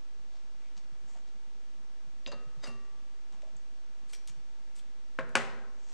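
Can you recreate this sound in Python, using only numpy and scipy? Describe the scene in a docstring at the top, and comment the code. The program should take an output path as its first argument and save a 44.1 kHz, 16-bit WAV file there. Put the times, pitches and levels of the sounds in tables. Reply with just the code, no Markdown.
"""Scissors knock on a craft table in a quiet hall: they are dragged off it with ringing blades, snip
through yarn, click shut, and are put down with two loud knocks. Each impact excites the damped modes
of the table top or the steel blades. Friction, a train of tiny slips, makes the rasp of the edges, the
scuff of the handles and the faint rub of yarn being wound on a paper cone. Cone and handles are tapped.
Soft low thumps sound now and then, over a steady hiss and the hum of lamps and ventilation."""
import sys
import numpy as np
from scipy import signal
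from scipy.fft import rfft, irfft, next_fast_len
from scipy.io import wavfile

SR = 44100
rng = np.random.default_rng(int(sys.argv[2]) if len(sys.argv) > 2 else 0)


def store_pcm(level_fs):
    """Save levels as 16-bit WAV."""
    pcm = np.round(np.clip(level_fs, -1, 1) * 32767).astype(np.int16)
    wavfile.write(sys.argv[1], SR, np.atleast_2d(pcm).T)


N = 261865
TIME = np.arange(N) / SR


def table_knocks():
    """Impact excitation: a shorter force pulse sounds brighter, and its place weights the modes."""
    # The scissors strike and bounce. Each row: start in seconds, gain in dB, pulse corner in Hz,
    # gain of the modes in dB, place from 0 (edge) to 1 (middle), clatter t60 in seconds.
    impacts = [(2.264, -32, 513, 8, 0.71, 0.081), (2.2751, -24.5, 450, 3.5, 0, 0.035),
               (2.3178, -30.5, 1290, -28, 0.54, 0.058), (2.3263, -19, 417, -9, 0.3, 0.085),
               (2.675, -24.5, 292, 7, 0.88, 0.053), (5.1881, -19.5, 2250, 6, 0.11, 0.0412),
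               (5.2067, -26, 1100, 2, 0.3, 0.039), (5.3529, -11.5, 3820, -0.5, 1, 0.057),
               (5.3535, -10, 15100, -15, 0.62, 0.031), (5.367, -23.5, 9000, -16, 1, 0.025),
               (5.3712, -24, 5000, -10, .5, 0.023), (5.378, -18, 1000, -3.5, 1, 0.029),
               (5.4, -19.5, 1300, -15, 0.36, 0.065)]
    # Modes of the table top with the plastic handles on it. Each row: frequency in Hz,
    # level in dB when struck at the edge, level in dB when struck in the middle, t60 in seconds.
    table_modes = [(130, -43, -37, 0.8), (160, -37, -40, 0.38), (232, -31, -26, 0.27), (390, -42, -29, 0.6),
                   (485, -27, -31, 0.22), (537, -20, -23, 0.09), (563, -32, -24, .18),
                   (639, -25, -26, 0.12), (784, -50, -33, 0.35), (997, -36, -30, 0.25),
                   (1055, -34, -25.5, 0.21), (1097, -17, -20, 0.05), (1282, -50, -33, .3),
                   (1570, -6, -7, .012), (1615, -29, -26, .13), (1671, -31, -27, .14), (1820, -33, -31, .2),
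                   (1951, -37, -28, .15), (2560, -17, -9, 0.025), (2990, -19, -10, 0.025)]
    # Spectrum of the clatter. Each row: frequency in Hz, gain in dB.
    clatter_spectrum = [(60, -14), (100, -11), (170, -11), (320, -11), (480, 0.5), (900, -2), (1500, 4),
                        (2100, 2.5), (2900, -3.5), (3500, -6.5), (5000, -9.5), (7500, -7.5), (9500, -13.5),
                        (11500, -32), (15000, -42)]
    out, t = np.zeros((2, N)), TIME[:SR // 100]
    for start, db, corner_hz, ring_db, place, clatter_t60 in impacts:
        modes = [(hz, np.interp(place, [0, 1], [edge, middle]), t60)
                 for hz, edge, middle, t60 in table_modes]
        force = t * np.exp(-2 * np.pi * corner_hz * t)
        response = amp(ring_db) * modal_response(modes) + dense_modes(clatter_spectrum, clatter_t60)
        add(out, start, amp(db) * hall(convolve(response, force / force.sum())))
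    return out


def blade_clinks():
    """Free vibration: the loose blades collide and ring on in their bending modes."""
    # Each row: start in seconds, gain in dB, lowest and highest excited frequency in Hz,
    # ring of the upper and of the lower blade in dB.
    contacts = [(2.2624, -22.5, 1450, 4150, -3.5, -8), (2.269, -39, 4570, 6800, -2, -6),
                (2.2735, -37, 4560, 7540, 12, -6), (2.3168, -37, 1090, 7000, 5, 15),
                (2.3216, -24.5, 4000, 4900, -14, -10), (2.6698, -35.5, 1080, 3040, 10.5, -27),
                (2.673, -40.5, 2500, 9000, -27, -20)]
    # Modes of each blade. Each row: frequency in Hz, level in dB, t60 in seconds.
    upper_blade = [(1163, -31.5, 1.3), (1880, -40.5, .9), (2744, -23, .32), (3790, -22, .085),
                   (4890, -23, .085), (6130, -28, .07), (6260, -28, .07), (7560, -28, .09)]
    lower_blade = [(1265, -37, .9), (4452, -35, .15), (6650, -35, .07)]
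    # Spectrum of the contact tick. Each row: frequency in Hz, gain in dB.
    tick_spectrum = [(100, -48), (400, -16), (1200, -18), (2400, -2.5), (3900, -0.5), (4700, -3.5),
                     (7500, -1.5), (9000, -3), (12000, -24), (15000, -50)]
    return steel_impacts(contacts, [upper_blade, lower_blade], tick_spectrum, tick_t60=0.015)


def blade_squeak(flutter=0.35, flutter_hz=120):
    """Stick-slip friction: a blade dragged over the table sings unsteadily in its high modes."""
    # The blade presses harder until it slips free.
    # Each row: time of the peak in seconds, level in dB, length in seconds.
    drags = [(2.642, -39, 0.044)]
    # Modes of the pressed blade. Each row: frequency in Hz, relative level in dB.
    pressed_modes = [(1975, 0), (3750, 1.5), (4890, 3), (6180, 0), (7520, -7)]
    lowpass = signal.butter(2, flutter_hz, fs=SR, output="sos")
    squeak = np.zeros(N)
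    for hz, db in pressed_modes:
        tremor, phase_drift = flutter * unit_rms(signal.sosfilt(lowpass, rng.standard_normal((2, N))))
        squeak += amp(db) * (1 + tremor) * np.sin(2 * np.pi * hz * TIME + phase_drift)
    return envelope(drags, roundness=0.53) * unit_rms(squeak)


def held_scissors(ring_db=-17):
    """Forced vibration: the sliding edges set the blades ringing; the blades snap shut."""
    # The edges rasp past each other, at pick-up and while snipping; their crossing point sets the pitch.
    # Each row: time of the peak in seconds, level in dB, length in seconds, pitch in Hz.
    edge_slides = [(2.677, -54, .04, 4770), (4.098, -67.5, 0.057, 4100), (4.11, -65, 0.11, 7700),
                   (4.133, -54, 0.024, 9700), (4.15, -60, 0.066, 5460), (4.286, -53, 0.05, 6650),
                   (4.763, -57, 0.037, 7860), (4.79, -62.5, 0.048, 3460)]
    # The blades snap through, shut and rattle at the pivot. 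Each row: start in seconds, gain in dB,
    # lowest and highest excited frequency in Hz, ring in dB.
    snaps = [(3.324, -48, 2800, 7500, -15), (3.4195, -46, 600, 7000, -18), (3.5655, -39, 6200, 7900, -14),
             (4.1322, -44, 3000, 14000, -10), (4.1345, -39, 300, 13000, 9), (4.148, -41, 1500, 13000, -2),
             (4.2742, -36.5, 2940, 12000, -21), (4.295, -42, 2200, 3000, 1),
             (4.7861, -45, 6000, 13500, -16), (4.7915, -47, 1000, 11000, -16),
             (4.7925, -50, 3000, 3960, 12), (5.291, -51, 2500, 12000, -12)]
    # Blades damped by the hand and by each other; close modes beat.
    # Each row: frequency in Hz, level in dB, t60 in seconds.
    held_modes = [(2320, -16, 0.018), (2430, -18, .025), (3220, -17, .016), (3430, -22, 0.026),
                  (5440, -23, .06), (5600, -26, 0.11), (5692, -24.5, .17), (5755, -26, 0.15),
                  (6000, -24, 0.035), (8300, -22, 0.025)]
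    # Spectra of the rasp and of the contact tick. Each row: frequency in Hz, gain in dB.
    rasp_spectrum = [(100, -47), (1000, 0), (2500, 0), (4500, 2.5), (6000, 1.5), (8300, 0.5), (10500, -9.5),
                     (13000, -24), (15000, -39)]
    tick_spectrum = [(100, -34), (400, 1.5), (1000, -7.5), (2500, -0.5), (6000, -5.5), (8400, -1.5),
                     (10500, -13), (13000, -15), (15000, -38)]
    rasp = friction(edge_slides, rasp_spectrum, slips_per_s=5000, spread_db=2.5, hump_db=7, octaves=0.3)
    blades = modal_response(held_modes)
    ringing = amp(ring_db) * convolve(rasp, blades / np.linalg.norm(blades))
    return steel_impacts(snaps, [held_modes], tick_spectrum, tick_t60=0.018) + rasp + ringing


def handle_scuff():
    """Sliding friction: the plastic handles rasp over the table top."""
    # Each row: time of the peak in seconds, level in dB, length in seconds, pitch in Hz.
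    slides = [(2.642, -48.5, 0.058, 560), (2.664, -52, 0.051, 1300), (2.697, -59.5, 0.14, 612)]
    # Spectrum of plastic on the table. Each row: frequency in Hz, gain in dB.
    spectrum = [(100, -12), (250, -4), (550, -6.5), (1000, -3.5), (1700, -2), (2600, -10.5), (4500, -9),
                (8000, -16), (11000, -29), (14000, -51)]
    return friction(slides, spectrum, slips_per_s=4000, spread_db=0.5, hump_db=9.5, octaves=0.59)


def yarn_rub():
    """Sliding friction: yarn fibres rasp on the paper cone, and a hand brushes the ball."""
    # Each row: time of the peak in seconds, level in dB, length in seconds, pitch in Hz.
    rubs = [(0.35, -67.5, 0.21, 4370), (0.64, -67.5, 0.18, 2240), (0.773, -55, 0.044, 5270),
            (1.105, -64, 0.21, 7300), (1.16, -65, 0.072, 750), (1.28, -67.5, 0.048, 4800),
            (3.335, -65, 0.099, 900), (3.44, -69, 0.28, 805), (5.89, -62.5, 0.45, 6860)]
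    # Spectrum of the rubbing fibres. Each row: frequency in Hz, gain in dB.
    spectrum = [(80, -9), (200, 14), (400, -3), (750, 8), (1200, 2), (2500, 1.5), (5500, -3), (7500, -2),
                (9000, -13.5), (12000, -33)]
    return friction(rubs, spectrum, slips_per_s=2500, spread_db=2.5, hump_db=9, octaves=0.55)


def taps_and_thumps():
    """Damped oscillation: each tap of the cone or handles, and each low thump, is one brief tone."""
    # The hollow cone is tapped. Each row: start in seconds, peak in dB, pitch in Hz.
    cone_taps = [(0.342, -57.5, 680), (1.156, -52, 734), (3.4315, -48.5, 600), (3.4735, -54, 660)]
    # The handles rock on the table. Each row: start in seconds, peak in dB.
    handle_taps = [(2.286, -48.5), (2.327, -48)]
    # Soft low thumps. Each row: start in seconds, peak in dB.
    low_thumps = [(0.831, -66), (0.92, -60), (1.032, -62), (2.068, -60.5), (2.463, -55), (2.57, -52),
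                  (3.548, -60), (4.293, -56.5), (4.37, -59.5)]
    faint_low_thumps = [(when * N / SR, -76 + 6.5 * strength) for when, strength in rng.random((22, 2))]
    out = np.zeros(N)
    for start, db, hz in cone_taps:
        add(out, start, damped_tone(db, hz, swell_s=0.002))
    for start, db in handle_taps:
        add(out, start, damped_tone(db, hz=572, swell_s=0.0069))
    for start, db in low_thumps + faint_low_thumps:
        add(out, start, damped_tone(db, hz=146, swell_s=0.0054))
    return out


def modal_response(modes):
    """Modal superposition: a blow leaves decaying sines, neighbours starting in opposite directions."""
    t = TIME[:SR]
    return sum((-1) ** k * amp(db - 60 * t / t60) * np.sin(2 * np.pi * hz * t)
               for k, (hz, db, t60) in enumerate(modes))


def dense_modes(spectrum, t60):
    """Modal overlap: countless quickly dying modes merge into a burst of coloured noise."""
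    t = TIME[:SR // 4]
    decay = amp(-60 * t / t60)
    burst = rng.standard_normal(len(t)) * decay
    for _ in range(4):  # flatten the spectrum while keeping the burst short
        flat_spectrum = np.exp(1j * np.angle(rfft(burst)))
        burst = irfft(flat_spectrum, len(t)) * (t < t60)
    burst *= np.linalg.norm(decay)
    return colour(np.pad(burst, (16, 2 * SR)), spectrum)[:SR]


def steel_impacts(contacts, parts, tick_spectrum, tick_t60):
    """Selective excitation: the place of contact picks a band out of the tick and each part's ring."""
    out, rings = np.zeros(N), [modal_response(modes) for modes in parts]
    for start, db, low_hz, high_hz, *rings_db in contacts:
        response = dense_modes(tick_spectrum, tick_t60) + amp(rings_db) @ rings
        band = signal.butter(4, [low_hz, high_hz], "band", fs=SR, output="sos")
        add(out, start, amp(db) * signal.sosfilt(band, response))
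    return out


def friction(strokes, spectrum, slips_per_s, spread_db, hump_db, octaves):
    """Shot noise: tiny uneven slips, coloured by the surface and by a hump round each stroke's pitch."""
    strengths = rng.standard_normal(N) * amp(spread_db * np.minimum(rng.exponential(1, N), 3))
    slips = unit_rms(strengths * (rng.random(N) < slips_per_s / SR))
    size = next_fast_len(N)
    surface, hz = rfft(colour(slips, spectrum), size), np.fft.rfftfreq(size, 1 / SR)
    out = np.zeros(N)
    for peak_s, db, length_s, pitch_hz in strokes:
        hump = amp(hump_db * np.exp(-(np.log2((hz + 1) / pitch_hz) / octaves) ** 2))
        rasp = unit_rms(irfft(surface * hump, size)[:N])
        out += envelope([(peak_s, db, length_s)], roundness=1.43) * rasp
    return out


def envelope(strokes, roundness, swell_share=0.37, ends_db=-25.5):
    """Amplitude modulation: strokes swell and fade; roundness 1 gives a pointed top, 2 a bell."""
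    gain = np.zeros(N)
    for peak_s, db, length_s in strokes:
        away = np.maximum((peak_s - TIME) / swell_share, (TIME - peak_s) / (1 - swell_share)) / length_s
        gain += amp(db + ends_db * np.minimum(away, 10) ** roundness)
    return gain


def damped_tone(db, hz, swell_s):
    """Damped oscillation: a single sine swells and then dies away."""
    t = TIME[:SR // 4]
    return amp(db) * t / swell_s * np.exp(1 - t / swell_s) * np.sin(2 * np.pi * hz * t)


def hall(x, tail_db=-9.5, build_s=0.0027):
    """Reverberation: direct sound, early reflections, and a diffuse tail whose treble dies first."""
    # Reverberation times. Each row: frequency in Hz, t60 in seconds.
    decay_times = [(100, 0.93), (400, 1), (1000, 0.83), (2000, 0.66), (3000, 0.49), (4000, 0.6),
                   (8000, 0.4), (14000, 0.28)]
    # Reflections from nearby surfaces. Each row: delay in seconds, gain in dB.
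    reflections = [(.0068, -18), (0.0112, -17), (0.0174, -15.5), (.0208, -18)]
    hz, t, noise = signal.stft(rng.standard_normal((2, SR)), SR, nperseg=256)
    decay = amp(-60 * t / curve_at(decay_times, hz)[:, None])
    tails = signal.istft(noise * decay, SR, nperseg=256)[1][:, :SR]
    tails *= 1 - np.exp(-(TIME[:SR] / build_s) ** 2)
    response = stereo_pair(*tails, correlation=0.5) * amp(tail_db) / np.linalg.norm(tails[0])
    response[:, 0] += 1  # direct sound
    for delay, db in reflections:
        response[:, round(delay * SR)] += amp(db)
    return np.array([convolve(x, side) for side in response])


def background(hiss_db=-63.73, lean_left_db=0.37):
    """Stationary noise: a broadband hiss under the faint tones of lamps and ventilation."""
    # Spectral density of the hiss. Each row: frequency in Hz, relative level in dB.
    hiss_spectrum = [(15, -21), (30, -3.5), (55, -1), (85, -5.5), (105, -22), (155, -20.5), (190, -6),
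                     (330, -8), (700, -12), (1600, -16), (6200, -21), (8500, -28.5), (11600, -39),
                     (13000, -59)]
    # Tones of the hum. Each row: frequency in Hz, rms level in dB.
    hum_tones = [(48.4, -73.5), (210, -80.5), (883, -82)]
    noise = stereo_pair(*rng.standard_normal((2, N)), correlation=0.32)
    hiss = unit_rms(colour(noise, hiss_spectrum)) * amp(hiss_db)
    hum = sum(amp(db) * np.sqrt(2) * np.sin(2 * np.pi * (hz * TIME + rng.random()))
              for hz, db in hum_tones)
    return (hiss + hum) * amp([[lean_left_db], [-lean_left_db]])


def stereo_pair(a, b, correlation):
    """Partial coherence: two channels from the sum and difference of two unrelated signals."""
    mid, side = a * np.sqrt((1 + correlation) / 2), b * np.sqrt((1 - correlation) / 2)
    return np.array([mid + side, mid - side])


def amp(db):
    return 10 ** (np.asarray(db) / 20)


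def unit_rms(x):
    return x / np.sqrt(np.mean(x ** 2) + 1e-20)


def curve_at(points, hz):
    """Interpolates a table on a log-frequency axis."""
    frequencies, values = np.transpose(points)
    return np.interp(np.log(hz + 1), np.log(frequencies + 1), values)


def colour(x, spectrum, share=1):
    """Zero-phase filtering by a share of a spectrum in dB."""
    size = x.shape[-1]
    return irfft(rfft(x) * amp(share * curve_at(spectrum, np.fft.rfftfreq(size, 1 / SR))), size)


def convolve(x, response):
    return signal.fftconvolve(x, response)[:N]


def add(mix, start_s, sound):
    part = mix[..., round(start_s * SR):][..., :sound.shape[-1]]
    part += sound[..., :part.shape[-1]]


def scene(bass_hz=90):
    """Superposition: the sources sound in the hall, a little to the left, over the background."""
    # Level difference between the channels. Each row: frequency in Hz, left minus right in dB.
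    left_lead = [(150, -1), (370, 2.5), (2300, 3.5), (4300, 2.5), (8000, 1)]
    sources = table_knocks() + hall(handle_scuff() + held_scissors() + yarn_rub() + taps_and_thumps())
    sources += hall(blade_clinks() + blade_squeak(), tail_db=-13)  # these get less reverberation
    highpass = signal.butter(4, bass_hz, "high", fs=SR, output="sos")  # small things radiate little bass
    left, right = signal.sosfilt(highpass, sources)
    return np.array([colour(left, left_lead, 1 / 2), colour(right, left_lead, -1 / 2)]) + background()


def record(dry, edge_hz=15000):
    """Band limiting: a low-pass filter cuts the top treble, and each channel gains a steady offset."""
    # Each row: the offset of one channel as a fraction of full scale, left first.
    offsets = [
        [-.01345],
        [.0159],
    ]
    lowpass = signal.firwin(255, edge_hz, window=("kaiser", 8), fs=SR)
    return signal.oaconvolve(dry, lowpass[None], "same") + offsets


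dry = scene()
out = record(dry)
store_pcm(out)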